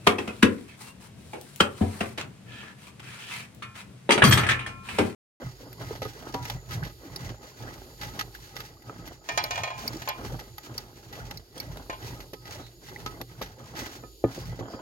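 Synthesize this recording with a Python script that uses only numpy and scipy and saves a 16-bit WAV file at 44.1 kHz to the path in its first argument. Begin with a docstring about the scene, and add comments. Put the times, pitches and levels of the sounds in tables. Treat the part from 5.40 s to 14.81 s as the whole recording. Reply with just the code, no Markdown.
"""A metal ladle drags through thick syrup in a wide pot: scrapes, wet slosh and a low rumble over faint hiss.
Bubbles plop, short rasps and knocks break in, something small ticks, and a thin metal vessel clatters nearby.
The sweeps are gritty noise in shaped colours, bubbles are gliding tones, and the blows ring banks of dying modes.
Two ports of a phone just above the rim hear it, with a time lead on the left and separate echoes on each side."""
import sys
import numpy as np
from scipy import signal
from scipy.fft import rfft, irfft, next_fast_len
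from scipy.io import wavfile
from scipy.ndimage import uniform_filter1d

SR = 44100
rng = np.random.default_rng(int(sys.argv[2]) if len(sys.argv) > 2 else 0)


def digitize_waveform(pressure):
    """Quantize a signal to 16-bit integers and store it at the path in sys.argv[1].

    Rows of a 2-D input are taken as channels; values are limited to [-1, 1].
    """
    field = np.atleast_2d(pressure).T
    bounded = np.clip(field, -1, 1)
    quanta = np.round(bounded * 32767).astype(np.int16)
    wavfile.write(sys.argv[1], SR, quanta)


N = 414981  # samples

# Colour of the faint hiss. Each row: frequency in Hz, relative gain in dB.
HISS_COLOUR = [(60, 8), (120, -58), (350, -0.5), (700, -26), (1500, -46), (2800, -25.5), (4500, -18),
               (7000, -30), (8200, -31), (13000, -20.5), (16000, -36)]
# Wavering high chirr bands. Each row: centre in Hz, width in Hz, level in dB.
CHIRR_BANDS = [(4050, 300, -73), (4850, 600, -69), (6850, 250, -66)]
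# Longer spells of the chirring. Each row: start in seconds, length in seconds, from Hz, to Hz, level in dB.
CHIRR_SPELLS = [(7.19, 0.12, 3900, 4000, -56.5), (8.93, 0.16, 4570, 5100, -59),
                (9.26, 0.15, 5100, 4740, -58.5)]
# Sweeps of the ladle. Each row: start in seconds, length in seconds, scrape level in dB, slosh level in dB,
# delay until the pot rumbles in seconds, rumble level in dB.
LADLE_SWEEPS = [(0, 0.071, -50, -49, 0, -40.5), (0.218, 0.072, -59, -51, 0.032, -47),
                (0.407, 0.12, -47.5, -44.5, 0.013, -38), (0.64, 0.26, -52.5, -49.5, 0.043, -52.5),
                (0.866, 0.29, -48, -48, 0.066, -38.5), (1.307, 0.11, -49, -45.5, 0.031, -35),
                (1.619, 0.052, -54, -48.5, 0.09, -41), (1.737, 0.13, -47, -47, 0.1, -38),
                (2.033, 0.016, -51, -47.5, 0.043, -49.5), (2.219, 0.089, -46, -44, 0.0013, -40),
                (2.444, 0.09, -58.5, -54.5, 0, -53), (2.63, 0.049, -45.5, -45, 0.027, -36),
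                (2.748, 0.061, -51.5, -47, 0.07, -41.5), (2.942, 0.21, -56, -60, 0, -52.5),
                (3.156, 0.047, -45, -49, 0.017, -43.5), (3.297, 0.045, -56.5, -55, 0.036, -52.5),
                (3.469, 0.23, -52.5, -49.5, 0.02, -46), (3.882, 0.36, -47.5, -49, 0.057, -43.5),
                (4.387, 0.23, -47.5, -47, 0.032, -42), (4.762, 0.18, -50.5, -45, 0.083, -39),
                (5.04, 0.059, -57.5, -58.5, 0.077, -44.5), (5.211, 0.22, -52.5, -52, 0.1, -45),
                (5.48, 0.29, -61.5, -58.5, 0, -54.5), (5.733, 0.19, -51, -48, 0.041, -42.5),
                (6.165, 0.21, -52.5, -48, 0.00092, -43.5), (6.606, 0.17, -50, -47.5, 0.029, -41),
                (7.074, 0.12, -48, -47.5, 0, -41.5), (7.482, 0.27, -53.5, -48.5, 0.0053, -43.5),
                (7.914, 0.2, -55, -54.5, 0, -45.5), (8.19, 0.17, -56.5, -49.5, 0.007, -50),
                (8.393, 0.057, -41.5, -40, 0.021, -51), (8.528, 0.074, -59, -51.5, 0.048, -46),
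                (8.892, 0.23, -51.5, -47.5, 0.1, -36), (9.253, 0.13, -56, -45.5, .02, -67)]
# Colour of metal dragged on metal. Each row: frequency in Hz, relative gain in dB.
SCRAPE_COLOUR = [(470, -99), (800, -2.5), (1130, -4.5), (1250, -5.5), (1630, 6.5), (2350, -1.5),
                 (3300, -0.5), (6220, -0.5), (8530, -12.5), (14300, -10.5), (15900, -9), (16500, -72)]
# Resonances of the dragged ladle. Each row: centre in Hz, width in Hz, level against the scrape in dB.
LADLE_RESONANCES = [(837, 90, -11), (1263, 70, -12), (1980, 150, -12)]
# Colour of the moving syrup. Each row: frequency in Hz, relative gain in dB.
SLOSH_COLOUR = [(88, -5), (150, -18), (214, -0.5), (817, -8), (941, -12), (1230, -14.5), (1580, -10.5),
                (2500, -40), (3250, -20), (5500, -120)]
# Low resonances under the pot. Each row: centre in Hz, width in Hz, relative level in dB.
STAND_RESONANCES = [(46.6, 12.3, -4), (88, 11.3, -4.5), (118.9, 19.7, 2), (161.4, 17.4, -6)]
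# Wet gurgles that rise as a hollow behind the ladle closes. Each row: start in seconds, length in seconds,
# from Hz, to Hz, level in dB.
HOLLOW_GURGLES = [(1.415, 0.046, 1327, 2850, -47), (2.255, 0.046, 1206, 1960, -46),
                  (5.77, 0.076, 990, 2200, -52)]
# Single bubbles that burst with a pitch. Each row: start in seconds, starting pitch in Hz, level in dB.
BUBBLE_PLOPS = [(.206, 470, -39), (.23, 476, -35.5), (.508, 416, -25.5), (1.308, 1830, -35),
                (1.428, 1500, -22), (2.95, 1580, -31), (4.542, 302, -30), (4.558, 307, -29),
                (4.801, 490, -38), (4.918, 473, -32.5), (7.561, 1880, -27.5)]
# Short rasps as the edge catches the bottom. Each row: start in seconds, level in dB before the band trims,
# treble against that level in dB, 60 dB fade time in seconds.
EDGE_RASPS = [(.328, -40, -5, 0.059), (0.552, -33.5, -20, 0.088), (.618, -23.5, -18, 0.16),
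              (0.649, -27.5, -10.5, 0.042), (0.94, -25.5, -21, 0.074), (1.052, -28, -17, 0.11),
              (1.098, -17.5, -17.5, 0.069), (1.308, -31, -16.5, 0.25), (1.434, -33.5, -17.5, 0.3),
              (1.891, -30, -25, 0.073), (2.612, -31, -18, 0.36), (2.79, -23.5, -19, 0.12),
              (2.81, -20.5, -19, 0.044), (2.948, -38.5, -14, 0.096), (3.165, -23.5, -15, 0.053),
              (3.203, -24.5, -17, 0.055), (3.421, -41, -7, 0.071), (3.675, -33, -9.5, 0.047),
              (4.531, -27, -16, 0.034), (4.6194, -27.5, -16, 0.1), (4.848, -32, -22, 0.084),
              (4.991, -32.5, -16.5, 0.13), (5.181, -28.5, -8, 0.047), (5.3764, -29.5, -16, 0.067),
              (5.726, -36, -14.5, 0.3), (5.91, -19, -17.5, 0.029), (6.199, -33.5, -14, 0.17),
              (6.371, -31.5, -14, 0.037), (6.6166, -39, -17, 0.39), (6.803, -35, -15, 0.11),
              (6.9333, -28.5, -13, 0.071), (7.054, -37, -18, 0.38), (7.485, -35.5, -19, 0.12),
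              (7.601, -34, -20, 0.039), (7.661, -23, -20, 0.074), (7.813, -27.5, -10.5, 0.042),
              (8.015, -25, -16, 0.17), (8.352, -30, -21, 0.29), (8.459, -30.5, -25, 0.083),
              (9.191, -34.5, -20, 0.083)]
# Blows of the ladle on the wall. Each row: start in seconds, thud level in dB, contact time in ms,
# ladle note in Hz, note against the thud in dB, note length in seconds before each partial shortens it.
WALL_KNOCKS = [(.619, -17, 0.62, 1320, -26, .1), (0.6533, -18.5, 0.89, 1243, -9.5, 0.15),
               (0.942, -14.5, 0.1, 970, -10, 0.64), (3.496, -27, 0.23, 1280, 3, 0.046),
               (6.4965, -26.5, 0.1, 552, 7.5, 0.058), (6.931, -23.5, 0.96, 1267, -19, 0.58),
               (7.662, -26, 0.64, 1287, -2.5, 0.35), (7.808, -22, 0.34, 1140, -16, 0.11),
               (8.013, -19, 0.83, 1120, -11, 0.049), (8.636, -27, 0.3, 1250, -9, 0.3),
               (8.84, -3.5, 0.77, 1234, -23, 0.26), (8.977, -23, 1, 1140, -48, .1),
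               (9.191, -19.5, 1, 1230, -30, .1), (9.208, -19, 1, 1120, -13, 0.092),
               (9.336, -23, 0.33, 1260, -16.5, 0.35)]
# Body of the full pot. Each row: mode in Hz, relative level in dB, 60 dB decay in seconds.
POT_MODES = [(118, -10, .2), (168, -16, .15), (275, -11, .2), (345, -2, .07), (436, -4, .08),
             (520, -3, .06), (620, -8, .05), (764, -14, .12), (860, -15, .06), (1140, -24, .06),
             (1980, -26, .05)]
# Partials of the ladle's note. Each row: multiple of the note, relative level in dB.
LADLE_PARTIALS = [(1, 0), (.79, -7), (1.17, -15), (1.41, -10), (1.92, -14)]
# Ticks of a small hard thing. Each row: start in seconds, level in dB, pitch as a multiple of the tick modes,
# snap against the level in dB.
HARD_TICKS = [(1.76, -19.5, 0.88, -7.5), (4.0385, -10.5, 0.93, -15.5), (4.477, -5.5, 0.96, -21),
              (4.568, -29, 1.3, -7), (4.6874, -12, 0.95, -19), (5.3782, -17.5, 0.97, -6.5),
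              (5.9724, -27, 0.93, -6), (6.178, -29, 0.74, -9), (6.2, -16, 0.99, -16)]
# Modes of the small hard thing. Each row: mode in Hz before the pitch multiple, relative level in dB,
# 60 dB decay in seconds.
TICK_MODES = [(2280, -7, .04), (4300, -4, .03), (4470, -1, .045), (4850, -4, .03), (5600, -4, .03),
              (10600, -10, .02), (12600, 0, .03), (13900, -4, .02)]
# Blows on the thin vessel. Each row: start in seconds, level in dB, contact time in ms,
# ring length as a multiple of a free blow, frequency in Hz near which it rings most.
VESSEL_BLOWS = [(3.888, -10.5, 0.2, 1.17, 2490), (3.975, -3.5, 0.055, 0.94, 2450),
                (4.039, -18.5, 0.57, 1.2, 2400), (4.1075, -11, 0.031, 1.36, 2865),
                (4.156, -16, 0.081, 0.66, 2280), (4.177, -13.5, 0.55, 1, 880),
                (4.234, -10.5, 0.11, 1.2, 2300), (4.275, -19.5, 0.82, 0.62, 720),
                (4.303, -21, 0.55, 2.2, 2290), (4.618, -23, 0.091, 0.41, 3600),
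                (4.675, -12.5, 0.44, 1.07, 790), (4.689, -14, 0.28, 0.77, 2400),
                (6.498, -16.5, 0.3, 0.62, 1034), (6.528, -23.5, 0.6, 0.66, 1680)]
# Thin vessel struck freely. Each row: mode in Hz, relative level in dB, 60 dB decay in seconds.
VESSEL_MODES = [(603, -6, .18), (670, -3, .18), (715, -2, .18), (790, -6, .14), (860, -3, .3),
                (894, -5, .14), (963, -6, .25), (1034, -2, .33), (1255, -6, .3), (1500, -3, .18),
                (1680, -2, .16), (1825, -1, .22), (2090, -6, .14), (2250, -6, .22), (2356, -6, .35),
                (2424, -4, .38), (2478, -4, .12), (2865, -6, .33), (3327, -4, .27), (3580, -8, .12),
                (3803, -8, .1), (4054, -7, .16), (4215, -7, .16), (4460, -7, .16), (4670, -10, .16),
                (4980, -6, .13), (5197, -10, .1), (5360, -10, .1), (5520, -6, .14), (5755, -11, .1),
                (5945, -12, .1), (6260, -7, .07), (6900, -12, .08)]
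# Balance of the two ports. Each row: frequency in Hz, left minus right in dB.
LEFT_BALANCE = [(60, -3.0), (110, -2.0), (200, -1.0), (380, -2.0), (700, -0.5), (1290, 0.0), (2380, -2.5),
                (4400, -4.0), (8120, 2.0), (15000, 1.5)]
# Echoes at the ports. Each row: frequency in Hz, echo against the direct sound in dB.
ECHO_SHARE = [(60, -13), (300, -11), (800, -6), (3000, -2), (8000, 1), (14000, -3)]


def undb(db):
    """Turn decibels into an amplitude factor."""
    return 10 ** (np.asarray(db) / 20)


def unit(x):
    """Scale to an rms of 1 over all rows together."""
    return x / np.sqrt(np.mean(x ** 2))


def noise():
    """Three unrelated rows: the direct sound and the echoes at the left and right port."""
    return rng.standard_normal((3, N))


def over_hz(table, size):
    """A (Hz, value) table read at every bin of a transform."""
    hz, value = np.transpose(table)
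    bins_hz = np.arange(size // 2 + 1) * SR / size
    return np.interp(np.log(bins_hz + 1), np.log(hz), value)


def colour(x, table):
    """Shape the spectrum with a gain curve, then level it."""
    size = next_fast_len(N)
    return unit(irfft(rfft(x, size) * undb(over_hz(table, size)), size)[:, :N])


def band(x, lo_hz, hi_hz):
    """Keep one frequency band with gentle edges."""
    return signal.sosfilt(signal.butter(2, [lo_hz, hi_hz], "band", fs=SR, output="sos"), x)


def walk(rate):
    """Random levels held 1 / rate s and smoothed twice; spread near 1."""
    k = int(SR / rate)
    steps = np.repeat(rng.standard_normal(N // k + 1), k)
    return 1.23 * uniform_filter1d(uniform_filter1d(steps, k), k)[:N]


def resonances(x, table, sway_db=0, sway_rate=25):
    """Sum of levelled bands; each may sway in level on its own."""
    return sum(undb(db + sway_db * walk(sway_rate)) * unit(band(x, hz - width / 2, hz + width / 2))
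               for hz, width, db in table)


def grit(rate, spread_db, smear_s):
    """Noise whose level jumps with random slips of unequal size, rate per second, and sinks back."""
    size_db = spread_db * np.minimum(rng.exponential(size=N), 2)
    slips = (rng.random(N) < rate / SR) * undb(size_db)
    keep = np.exp(-1 / (smear_s * SR))
    power = signal.lfilter([1], [1, -keep], slips ** 2) + 1
    return noise() * np.sqrt(power)


def add(out, s, y, onset_ms):
    """Mix a sound in at s seconds with a linear fade-in."""
    i = int(s * SR)
    onset = np.minimum(np.arange(y.shape[-1]) / (SR * onset_ms / 1000), 1)
    out[..., i:i + y.shape[-1]] += (y * onset)[..., :N - i]


def fade(t60):
    """Exponential decay by 60 dB in t60 s, cut at a third of a second."""
    return 1000. ** (-np.arange(SR // 3) / SR / t60)


def swells(start, length, db, rise_db_per_s, fall_db_per_s):
    """Each swell climbs to its level, holds it and sinks again; overlapping swells add in power."""
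    t = np.arange(0, N + 64, 64) / SR  # coarse time grid
    start, length, db = start[:, None], np.maximum(length, 0)[:, None], db[:, None]
    before, after = np.maximum(start - t, 0), np.maximum(t - start - length, 0)
    under_db = rise_db_per_s * before + fall_db_per_s * after
    gain = np.sqrt(np.sum(undb(db - under_db) ** 2, axis=0))
    return np.interp(np.arange(N) / SR, t, gain)


def glides(rows, width_hz):
    """Narrow noise whose centre slides from one pitch to another under a soft swell."""
    out = np.zeros((3, N))
    wobble = signal.sosfilt(signal.butter(2, width_hz / 2, fs=SR, output="sos"), noise())
    for s, length, from_hz, to_hz, db in rows:
        u = np.linspace(0, 1, int(length * SR))
        phase = 2 * np.pi * np.cumsum(from_hz * (to_hz / from_hz) ** u) / SR
        swell = 2 * np.abs(np.sin(np.pi * u))
        add(out, s, undb(db) * swell * np.sin(phase), onset_ms=1)
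    return out * unit(wobble)


def bubble(hz, turns, glide, span, left, right):
    """A dying tone that glides up; each echo row starts at its own phase."""
    u = np.arange(int(span * turns * SR / hz)) * hz / SR  # cycles at the starting pitch
    phase = 2 * np.pi * (u * (1 + glide * u / turns) + np.array([[0], [left], [right]]))
    return np.exp(-2 * u / turns) * np.sin(phase)


def flecks(count, lo_hz, hi_hz, cycles, glide, spread_db):
    """Many small bubbles of chance pitch, length and size, gliding up as they die."""
    out = np.zeros((3, N))
    for when, pitch, length, size, left, right in rng.random((count, 6)):
        hz = lo_hz * (hi_hz / lo_hz) ** pitch
        turns = cycles * (0.7 + 1.96 * length)
        gain = undb(-spread_db * np.log(size + .05))
        add(out, when * N / SR, gain * bubble(hz, turns, glide, 3, left, right), onset_ms=1.5)
    return unit(out)


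def ring(modes, contact_ms, scatter_db, split_hz=0):
    """One blow, direct peak 1: modes get chance shares; a longer contact dulls the high ones; split modes beat."""
    hz, db, t60 = np.transpose(modes)[:, :, None]
    t = np.arange(int(SR * min(t60.max(), 1 / 4))) / SR
    chance = rng.standard_normal((4, len(modes), 1))
    gain = undb(db + scatter_db * chance[0]) / (1 + (hz * contact_ms / 1000) ** 2)
    detuned_hz = hz * (1 + 0.0032 * chance[1])
    swing = gain * np.exp((2j * np.pi * detuned_hz - np.log(1000) / t60) * t)
    beat_a = .45 * np.cos(2 * np.pi * split_hz * chance[2] * t)
    beat_b = .35 * np.sin(2 * np.pi * split_hz * chance[3] * t)
    swing = swing * (1 + beat_a + beat_b)
    # echoes carry each mode with another phase
    turn = np.exp(2j * np.pi * rng.random((3, len(modes))) * [[0], [1], [1]])
    y = (turn @ swing).imag
    return y / np.abs(y[0]).max()


def background():
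    """A faint hiss that breathes, and a few narrow high bands that waver, with gliding spells of chirr."""
    hiss = colour(noise(), HISS_COLOUR) * undb(-52 + 2.9 * walk(3.17))
    chirr = resonances(noise(), CHIRR_BANDS, sway_db=2.5, sway_rate=6)
    return hiss + chirr + glides(CHIRR_SPELLS, width_hz=490)


def stirring():
    """Metal drags on metal under syrup: gritty scrape, lumpy slosh with bubbles, and the stand shaken into a rumble."""
    start, length, scrape_db, slosh_db, delay, rumble_db = np.transpose(LADLE_SWEEPS)
    scrape_gain = swells(start, length, scrape_db, rise_db_per_s=263, fall_db_per_s=132)
    slosh_gain = swells(start, length, slosh_db, rise_db_per_s=263, fall_db_per_s=132)
    linger_s = 0.001  # rumble holds on past the sweep
    rumble_gain = swells(start + delay, length - delay + linger_s, rumble_db, rise_db_per_s=193, fall_db_per_s=125)

    scrape = colour(grit(rate=99, spread_db=6.0, smear_s=0.013), SCRAPE_COLOUR) * undb(3.04 * walk(25))
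    scrape = (scrape + resonances(noise(), LADLE_RESONANCES, sway_db=4)) * scrape_gain

    slosh = colour(grit(rate=60, spread_db=6.0, smear_s=0.0041), SLOSH_COLOUR) * undb(3 * walk(30))
    bubbles = flecks(count=900, lo_hz=250, hi_hz=1700, cycles=5, glide=.06, spread_db=3)
    slosh = (slosh + undb(-5) * bubbles) * slosh_gain

    shake = grit(rate=23, spread_db=7.5, smear_s=0.0091)
    rumble = unit(resonances(shake, STAND_RESONANCES)) * rumble_gain
    return scrape + slosh + rumble + glides(HOLLOW_GURGLES, width_hz=230)


def plops():
    """A short dying tone that glides up as the bubble opens; big low bubbles ring fewer cycles."""
    out = np.zeros((3, N))
    for s, hz, db in BUBBLE_PLOPS:
        left, right = rng.random(2)
        turns = 9.5 * np.sqrt(hz / 1000)
        add(out, s, undb(db) * bubble(hz, turns, 0.063, 4, left, right), onset_ms=0.96)
    return out


def rasps():
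    """Bursts of the scrape colour with a quick rise; the treble share depends on how the edge bites."""
    mids, highs = np.zeros(N), np.zeros(N)
    for s, db, treble_db, t60 in EDGE_RASPS:
        add(mids, s, undb(db) * fade(t60), onset_ms=1.6)
        add(highs, s, undb(db + treble_db) * fade(t60), onset_ms=0.47)
    bite = grit(rate=170, spread_db=5.5, smear_s=0.0048)
    grain = colour(bite, SCRAPE_COLOUR) + resonances(bite, LADLE_RESONANCES)
    body = 0.5 * mids * unit(band(grain, 450, 5500))
    treble = 0.95 * highs * unit(band(grain, 11550, 12740))
    return body + treble


def knocks():
    """The pot thuds with a wet, noisy tail; the ladle adds one note that depends on where it is held and struck."""
    out, tail = np.zeros((3, N)), np.zeros(N)
    for s, db, contact_ms, note_hz, note_db, t60 in WALL_KNOCKS:
        add(out, s, undb(db) * ring(POT_MODES, contact_ms, scatter_db=2.5), onset_ms=1.5)
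        # every partial dies sooner than the note length, most of all those far from the note
        note = [(note_hz * k, k_db, t60 / max(k, 1.23 / k) ** 2) for k, k_db in LADLE_PARTIALS]
        add(out, s, undb(db + note_db) * ring(note, 0, scatter_db=0, split_hz=7.7), onset_ms=0.57)
        add(tail, s, undb(db - 12.5) * fade(0.049), onset_ms=0.93)
    return out + tail * unit(band(noise(), 186, 580))


def ticks():
    """Tiny hard contacts: a few short modes in a dry, broad snap."""
    out, snap = np.zeros((3, N)), np.zeros(N)
    for s, db, pitch, snap_db in HARD_TICKS:
        modes = TICK_MODES * np.array([pitch, 1, 1])
        add(out, s, undb(db) * ring(modes, 0, scatter_db=2, split_hz=70), onset_ms=2.0)
        add(snap, s, undb(db + snap_db) * fade(0.033), onset_ms=2.0)
    air = noise()
    low = undb(-17) * unit(band(air, 1900, 3700))
    middle = unit(band(air, 4400, 5620))
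    high = undb(-10) * unit(band(air, 11800, 16800))
    return out + snap * unit(low + middle + high)


def clangs():
    """Modes ring on above a noisy crash and a bright crack; where the blow lands favours some modes."""
    out, crash, crack = np.zeros((3, N)), np.zeros(N), np.zeros(N)
    hz, mode_db, t60 = np.transpose(VESSEL_MODES)
    favour_db, favour_octaves = 4, .05  # lift near the favoured frequency, and its width
    for s, db, contact_ms, free, near_hz in VESSEL_BLOWS:
        lift_db = favour_db * np.exp(-(np.log2(hz / near_hz) / favour_octaves) ** 2)
        modes = np.transpose([hz, mode_db + lift_db, t60 * free])
        add(out, s, undb(db) * ring(modes, contact_ms, scatter_db=2.5, split_hz=22), onset_ms=1.6)
        add(crash, s, undb(db - 26) * (fade(0.2) + 0.36 * fade(0.14)), onset_ms=1.1)
        # a longer contact softens the crack
        add(crack, s, undb(db - 20) / (1 + 3 * contact_ms) * fade(0.052), onset_ms=0.47)
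    air = noise()
    edge = unit(band(band(air, 6100, 7200), 6100, 7200)) + undb(-11) * unit(band(air, 10000, 12400))
    clatter = unit(band(band(air, 420, 4400), 420, 4400))
    return out + crack * edge + crash * clatter


def ports(x, lead_s, wrap_hz):
    """Direct sound reaches the left port first, less so in the bass that wraps round the phone; echoes differ by side."""
    size = next_fast_len(N + 1024)
    hz = np.arange(size // 2 + 1) * SR / size
    lead = 2 * np.pi * hz * lead_s * hz ** 3 / (hz ** 3 + wrap_hz ** 3)  # radians
    side = np.array([[.5], [-.5]])  # left, right
    share = undb(over_hz(ECHO_SHARE, size))
    spectrum = rfft(x, size)
    direct = spectrum[0] * np.exp(1j * side * lead)
    both = (direct + share * spectrum[1:]) / np.sqrt(1 + share ** 2)
    return irfft(both * undb(side * over_hz(LEFT_BALANCE, size)), size)[:, :N]


def scene():
    """The pot with its background, and the thin vessel, each with its own lead between the ports."""
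    pot = background() + stirring() + plops() + rasps() + knocks() + ticks()
    return ports(pot, lead_s=.00045, wrap_hz=1350) + ports(clangs(), lead_s=.0004, wrap_hz=750)


def record(dry):
    """The phone cuts the deepest bass below 44 Hz and the top above 15.9 kHz."""
    low_cut = signal.butter(8, 44, "high", fs=SR, output="sos")
    top_cut = signal.ellip(8, .2, 70, 15900, fs=SR, output="sos")
    return signal.sosfilt(top_cut, signal.sosfilt(low_cut, dry))


dry = scene()
out = record(dry)
digitize_waveform(out)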